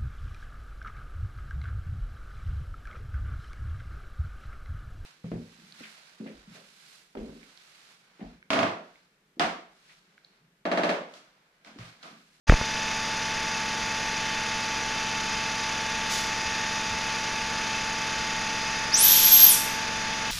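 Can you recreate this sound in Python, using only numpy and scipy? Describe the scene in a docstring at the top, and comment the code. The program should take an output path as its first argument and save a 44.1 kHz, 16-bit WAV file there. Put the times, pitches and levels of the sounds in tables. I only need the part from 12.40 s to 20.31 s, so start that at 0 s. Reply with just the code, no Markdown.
"""A concrete dive shop: a belt-driven air compressor clatters, whines and rushes steadily throughout.
One mono microphone is bumped as it is switched on. Gear knocks dully in a plastic tub, and the
regulator on a scuba tank gives a short puff. Later the tank valve is opened and air jets out with
a whistle that climbs with the flow, holds, and drops as the valve is shut."""
import sys
import numpy as np
from scipy import signal
from scipy.fft import rfft, irfft, next_fast_len
from scipy.io import wavfile

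SR = 44100
rng = np.random.default_rng(int(sys.argv[2]) if len(sys.argv) > 2 else 0)


def materialize(psi):
    """Save the field psi as 16-bit PCM at rate SR to the path in sys.argv[1].

    A 1-D psi becomes a single channel; in a 2-D psi each row is a channel.
    """
    bounded = np.clip(np.atleast_2d(psi).T, -1, 1)
    quanta = np.round(bounded * 32767).astype(np.int16)
    wavfile.write(sys.argv[1], SR, quanta)


N = 348831
TIME = np.arange(N) / SR

# strong tones of the pump and of its motor: multiple of the shaft speed, level/dB
PUMP_TONES = [(2, -57), (4, -57), (5, -51), (7, -54), (8, -53), (9, -54), (10, -48), (11, -59), (12, -55),
              (13, -60), (15, -58), (20, -56), (28, -51), (31, -56), (34, -55), (41, -53), (47, -54),
              (49, -52), (50, -48), (51, -54), (52, -54), (74, -55), (77, -52), (79, -54), (80, -52),
              (86, -55)]
MOTOR_TONES = [(5, -54), (6, -56), (9, -58), (13, -53), (14, -58), (16, -56), (19, -60), (22, -57),
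               (37, -53), (41, -50), (42, -54), (43, -52), (44, -56), (47, -46), (49, -50), (51, -51),
               (53, -50), (54, -53), (59, -54), (62, -50), (66, -54), (68, -53), (70, -54), (71, -52),
               (74, -50), (88, -55), (142, -48.5), (187, -54)]
# contour of the bed of weaker harmonics under each: f/Hz, level/dB
PUMP_BED = [(70, -74), (400, -64.5), (1000, -69), (1500, -60.5), (2500, -61.5), (4000, -66.5), (6500, -82),
            (7500, -77.5), (9000, -100)]
MOTOR_BED = [(70, -79), (400, -66), (1000, -61.5), (1500, -64), (2500, -65.5), (4000, -65.5), (6500, -64.5),
             (7500, -95), (9000, -100)]
# colour of the rush from the cooling fan and pump valves: f/Hz, level/dB
RUSH_COLOUR = [(20, -68), (45, -69), (110, -77), (600, -79), (1050, -75), (1700, -69.5), (3000, -75),
               (4400, -74.5), (6700, -75.5), (7900, -94), (9800, -89), (12000, -102), (14000, -108),
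               (15000, -111)]
# resonances and hollows of the compressor's frame and pipes: f/Hz, width/Hz, gain/dB
FRAME_RESONANCES = [(2144, 99, 3.5), (2606, 146, 8.5), (2960, 99, 0), (3050, 180, 3), (3570, 190, 6),
                    (3850, 120, -4.5), (4900, 350, 5), (5580, 115, -4.5), (5890, 210, 7), (6590, 81, 6),
                    (9200, 200, 5), (11060, 89, 8), (13740, 200, 11)]
# bumps on the microphone housing: t/s, relative push (negative = release), push width/s, crack level/dB
MIC_BUMPS = [(0.0971, 1.36, 0.0024, -8.5), (0.1224, 0.55, 0.00074, -18.5), (.129, 0.6, 0.01, -32),
             (0.1402, -0.31, 0.0029, -19), (0.213, 0.16, 0.00084, -33)]
# knocks in the tub as the gear is handled: t/s, level/dB
TUB_KNOCKS = [(3.55, -40), (4.07, -45), (4.54, -36), (5.81, -43)]
# colour of the regulator's puff: f/Hz, relative level/dB
PUFF_COLOUR = [(1500, -83), (3000, -72), (4300, -71), (6200, -69.5), (7300, -74), (8400, -83),
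               (10700, -81.5), (12700, -89), (14500, -93)]
# colour of the air jet at full flow: f/Hz, relative level/dB
JET_COLOUR = [(1400, -80), (2200, -70), (2900, -65.5), (4500, -59.5), (6300, -64.5), (7400, -61.5),
              (8400, -69), (10300, -60), (12900, -67), (14200, -70), (15100, -80)]
# cavities around the valve outlet: f/Hz, width/Hz, gain/dB
OUTLET_CAVITIES = [(2500, 150, 8.5), (3160, 170, 6), (3530, 330, 5.5), (5300, 150, 4.5), (5710, 230, 9.5),
                   (6300, 540, 8.5)]
# the cavity that squeaks as the whistle sweeps through it: f/Hz, width/Hz, gain/dB
SQUEAK_CAVITY = [(5700, 480, 13)]

CRANK_HZ, MOTOR_HZ = 23.1215, 34.892
VALVE_OPENS_S, VALVE_SHUTS_S = 6.516, 7.159   # the seal lifts, then seats again
OPENING_TURN_S, CLOSING_TURN_S = 0.121, 0.073   # how long the hand takes each way
TRICKLE_HZ, CHOKED_HZ = 4200, 12495   # whistle pitch at first trickle and at choked flow


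def from_db(db):
    """Decibels to gain."""
    return 10 ** (np.asarray(db) / 20)


def contour_db(points, hz):
    """A level curve read along a log-frequency axis."""
    knots, level = np.transpose(points)
    return np.interp(np.log(hz + 1e-3), np.log(knots), level)


def lift_db(resonances, hz):
    """The boost or dip that a set of resonances gives each frequency."""
    return sum(db / (1 + (2 * (hz - centre) / width) ** 2) for centre, width, db in resonances)


def cut(x, hz, kind, order):
    """Butterworth low-pass or high-pass."""
    return signal.sosfilt(signal.butter(order, hz, kind, fs=SR, output="sos"), x)


def drift(rate_hz):
    """Smooth random modulation with a spread of 1."""
    size = next_fast_len(N)
    hz = np.fft.rfftfreq(size, 1 / SR)
    slow = irfft(rfft(rng.standard_normal(size)) / (1 + (hz / rate_hz) ** 2), size)[:N]
    return (slow - slow.mean()) / slow.std()


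def air_noise(colour, resonances=()):
    """Turbulence: noise shaped by a colour curve and its resonances."""
    size = next_fast_len(N)
    hz = np.fft.rfftfreq(size, 1 / SR)
    gain = from_db(contour_db(colour, hz) + lift_db(resonances, hz))
    return irfft(rfft(rng.standard_normal(size)) * gain, size)[:N] * np.sqrt(SR / 2)


def shaft_clatter(turns, shaft_hz, tones, bed, scatter_db, waver, size=8192):
    """Each turn repeats a slowly changing clatter, which sounds at multiples of the shaft speed."""
    hz = np.arange(size // 2 + 1) * shaft_hz
    scatter = np.clip(rng.standard_normal(len(hz)), -2, 1)
    level_db = contour_db(bed, hz) + lift_db(FRAME_RESONANCES, hz) + scatter_db * scatter
    for multiple, db in tones:
        level_db[round(multiple)] = db
    in_band = (hz > shaft_hz) & (hz < bed[-1][0])
    harmonics = from_db(level_db) * size / np.sqrt(2) * in_band

    def looped_turn(heights):
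        """One turn with random phases, looped at the shaft's speed."""
        one_turn = irfft(heights * np.exp(2j * np.pi * rng.random(len(heights))))
        return np.interp(turns % 1 * size, np.arange(size), one_turn)

    unsteady = harmonics * np.minimum(hz / 3000, 1)   # high tones waver most
    return looped_turn(harmonics) + waver * sum(looped_turn(unsteady) * drift(1.7) for _ in range(2))


def fan_rush(crank, motor):
    """Air from the cooling fan and pump valves throbs with both shafts and the six blades."""
    motor_throb = 0.15 * np.cos(2 * np.pi * motor)
    blade_throb = 0.072 * np.cos(2 * np.pi * 6 * motor)
    pump_throb = 0.083 * np.cos(2 * np.pi * crank)
    return air_noise(RUSH_COLOUR, FRAME_RESONANCES) * (1 + motor_throb + blade_throb + pump_throb)


def pump_whine(crank, whine_db=-37, lurch=0.47, swell=0.14):
    """The pump's loudest tone, 38 cycles a turn; each compression slows the crank and bends the pitch."""
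    angle = 2 * np.pi * crank
    tone = np.sqrt(2) * np.sin(38 * angle + lurch * np.sin(angle))
    return from_db(whine_db) * tone * (1 + swell * np.cos(angle))


def motor_scuff(motor, scuff_db=-48, low_hz=6350, high_hz=6800):
    """Something on the motor shaft rubs lightly once a turn."""
    rub = cut(cut(rng.standard_normal(N), low_hz, "high", order=16), high_hz, "low", order=16)
    contact = (0.5 + 0.5 * np.cos(2 * np.pi * motor)) ** 2
    return from_db(scuff_db) * rub / rub.std() * contact


def compressor(speed_wander=0.0002976):
    """Pump and motor turn at their own speeds; tied by the belt, they wander together."""
    run_s = TIME + speed_wander * np.cumsum(drift(0.51)) / SR
    crank, motor = CRANK_HZ * run_s, MOTOR_HZ * run_s   # turns made so far
    pump_clatter = shaft_clatter(crank, CRANK_HZ, PUMP_TONES, PUMP_BED, scatter_db=4, waver=0.28)
    motor_clatter = shaft_clatter(motor, MOTOR_HZ, MOTOR_TONES, MOTOR_BED, scatter_db=5, waver=0.19)
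    return pump_clatter + motor_clatter + fan_rush(crank, motor) + pump_whine(crank) + motor_scuff(motor)


def mic_bumps(crack_s=0.00093, coupling_hz=21, housing_hz=480, housing_q=1.8, housing_gain=2.4):
    """Each bump pushes the diaphragm and cracks dully in the hollow housing; the pressure swings back."""
    pushes = sum(push * np.exp(-abs(TIME - s) / width) for s, push, width, _ in MIC_BUMPS)
    cracks = sum(from_db(db) * np.exp(-abs(TIME - s) / crack_s) for s, _, _, db in MIC_BUMPS)
    grit = cut(rng.standard_normal(N), 2300, "low", order=8)
    knock = pushes + cracks * grit / grit.std()
    housing = signal.iirpeak(housing_hz, housing_q, fs=SR)
    hollow = signal.lfilter(*housing, cut(knock, 340, "high", order=4))
    return cut(knock + housing_gain * hollow, coupling_hz, "high", order=2)


def tub_thuds(length_s=0.024, top_hz=95):
    """The heavy plastic tub answers each knock with a soft low rumble."""
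    rumble = cut(cut(rng.standard_normal(N), top_hz, "low", order=4), 21, "high", order=2)
    envelope = sum(from_db(db) * np.exp(-((TIME - s) / length_s) ** 2) for s, db in TUB_KNOCKS)
    return rumble / rumble.std() * envelope


def regulator_puff(start_s=3.69, attack_s=0.028, empty_s=0.25, gain_db=4):
    """A little trapped air escapes softly, too slow to whistle, and fades as its pressure runs out."""
    age = TIME - start_s
    flow = np.clip(age / attack_s, 0, 1) * np.clip(1 - age / empty_s, 0, 1) ** 2
    return air_noise(PUFF_COLOUR) * from_db(gain_db) * flow


def shop_reverb(x, wet_db=-1, first_echo_s=0.0048, split_hz=8000, body_t60_s=0.58, treble_t60_s=0.41):
    """Dense reflections from tanks, floor and walls trail the direct sound; the treble dies first."""
    t = TIME[:SR]
    white = rng.standard_normal(SR)
    body = cut(white, split_hz, "low", order=5) * from_db(-60 * t / body_t60_s)
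    treble = cut(white, split_hz, "high", order=5) * from_db(-60 * t / treble_t60_s)
    echoes = (body + treble) * (t > first_echo_s)
    return x + from_db(wet_db) * signal.fftconvolve(x, echoes / np.linalg.norm(echoes))[:N]


def valve_flow(turn_power=1.2, choke_sharpness=9):
    """Flow from 0 to 1 follows the knob, which gathers speed as it opens, until the outlet chokes."""
    turning_on = np.maximum((TIME - VALVE_OPENS_S) / OPENING_TURN_S, 0) ** turn_power
    turning_off = np.maximum((VALVE_SHUTS_S - TIME) / CLOSING_TURN_S, 0)
    gap = np.minimum(turning_on, turning_off)
    return gap / (1 + gap ** choke_sharpness) ** (1 / choke_sharpness)


def valve_whistle(flow, flat_hz=240, settle_s=0.14, lock_in_db_per_s=11, jitter=0.0025, flutter_db=3):
    """The jet's eddies lock into a fluttering whistle that swells, then ducks as the valve closes."""
    open_s = np.clip(TIME, VALVE_OPENS_S, VALVE_SHUTS_S) - VALVE_OPENS_S
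    sag_hz = flat_hz * np.exp(-open_s / settle_s)   # starts a little flat and settles
    pitch_hz = TRICKLE_HZ + flow * (CHOKED_HZ - TRICKLE_HZ - sag_hz)
    phase = 2 * np.pi * np.cumsum(pitch_hz * (1 + jitter * drift(210))) / SR
    airy_skirt = 0.17 * (drift(300) * np.sin(phase) + drift(300) * np.cos(phase))
    octave = from_db(-26) * np.sin(2 * phase)
    tone = np.sqrt(2) * (np.sin(phase) + airy_skirt + octave)
    closing = np.clip(1 - (VALVE_SHUTS_S - TIME) / CLOSING_TURN_S, 0, 1)
    duck_db = -5 * np.sin(np.pi * closing)
    level_db = -23 + lock_in_db_per_s * open_s * flow + lift_db(SQUEAK_CAVITY, pitch_hz) + duck_db
    return tone * flow ** 0.47 * from_db(level_db + flutter_db * drift(15))


def valve_hiss(flow, gain_db=-3.3, treble_hz=7500, flicker_db=0.38):
    """The turbulent jet hisses, louder and brighter as the flow grows."""
    bright = air_noise(JET_COLOUR, OUTLET_CAVITIES)
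    dull = cut(bright, treble_hz, "low", order=4)
    dull = cut(dull[::-1], treble_hz, "low", order=4)[::-1]   # a backward pass keeps it in phase
    hiss = dull + (bright - dull) * flow
    return hiss * flow * from_db(gain_db + flicker_db * drift(40))


def scene():
    """One mono mix feeds both channels; only the tank's air goes through the reverb."""
    machine = compressor()
    flow = valve_flow()
    tank_air = valve_whistle(flow) + valve_hiss(flow) + regulator_puff()
    mono = machine + shop_reverb(tank_air) + tub_thuds() + mic_bumps()
    return np.array([mono, mono])


def record(dry, switch_on_s=0.069, fade_in_s=0.013, cutoff_hz=15400):
    """The input opens just after the start, overloads at full scale and loses its top end."""
    fade_in = np.clip((TIME - switch_on_s) / fade_in_s, 0, 1)
    top_cut = signal.ellip(10, 0.1, 90, cutoff_hz, fs=SR, output="sos")
    return signal.sosfilt(top_cut, np.clip(dry * fade_in, -1, 1))


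dry = scene()
out = record(dry)
materialize(out)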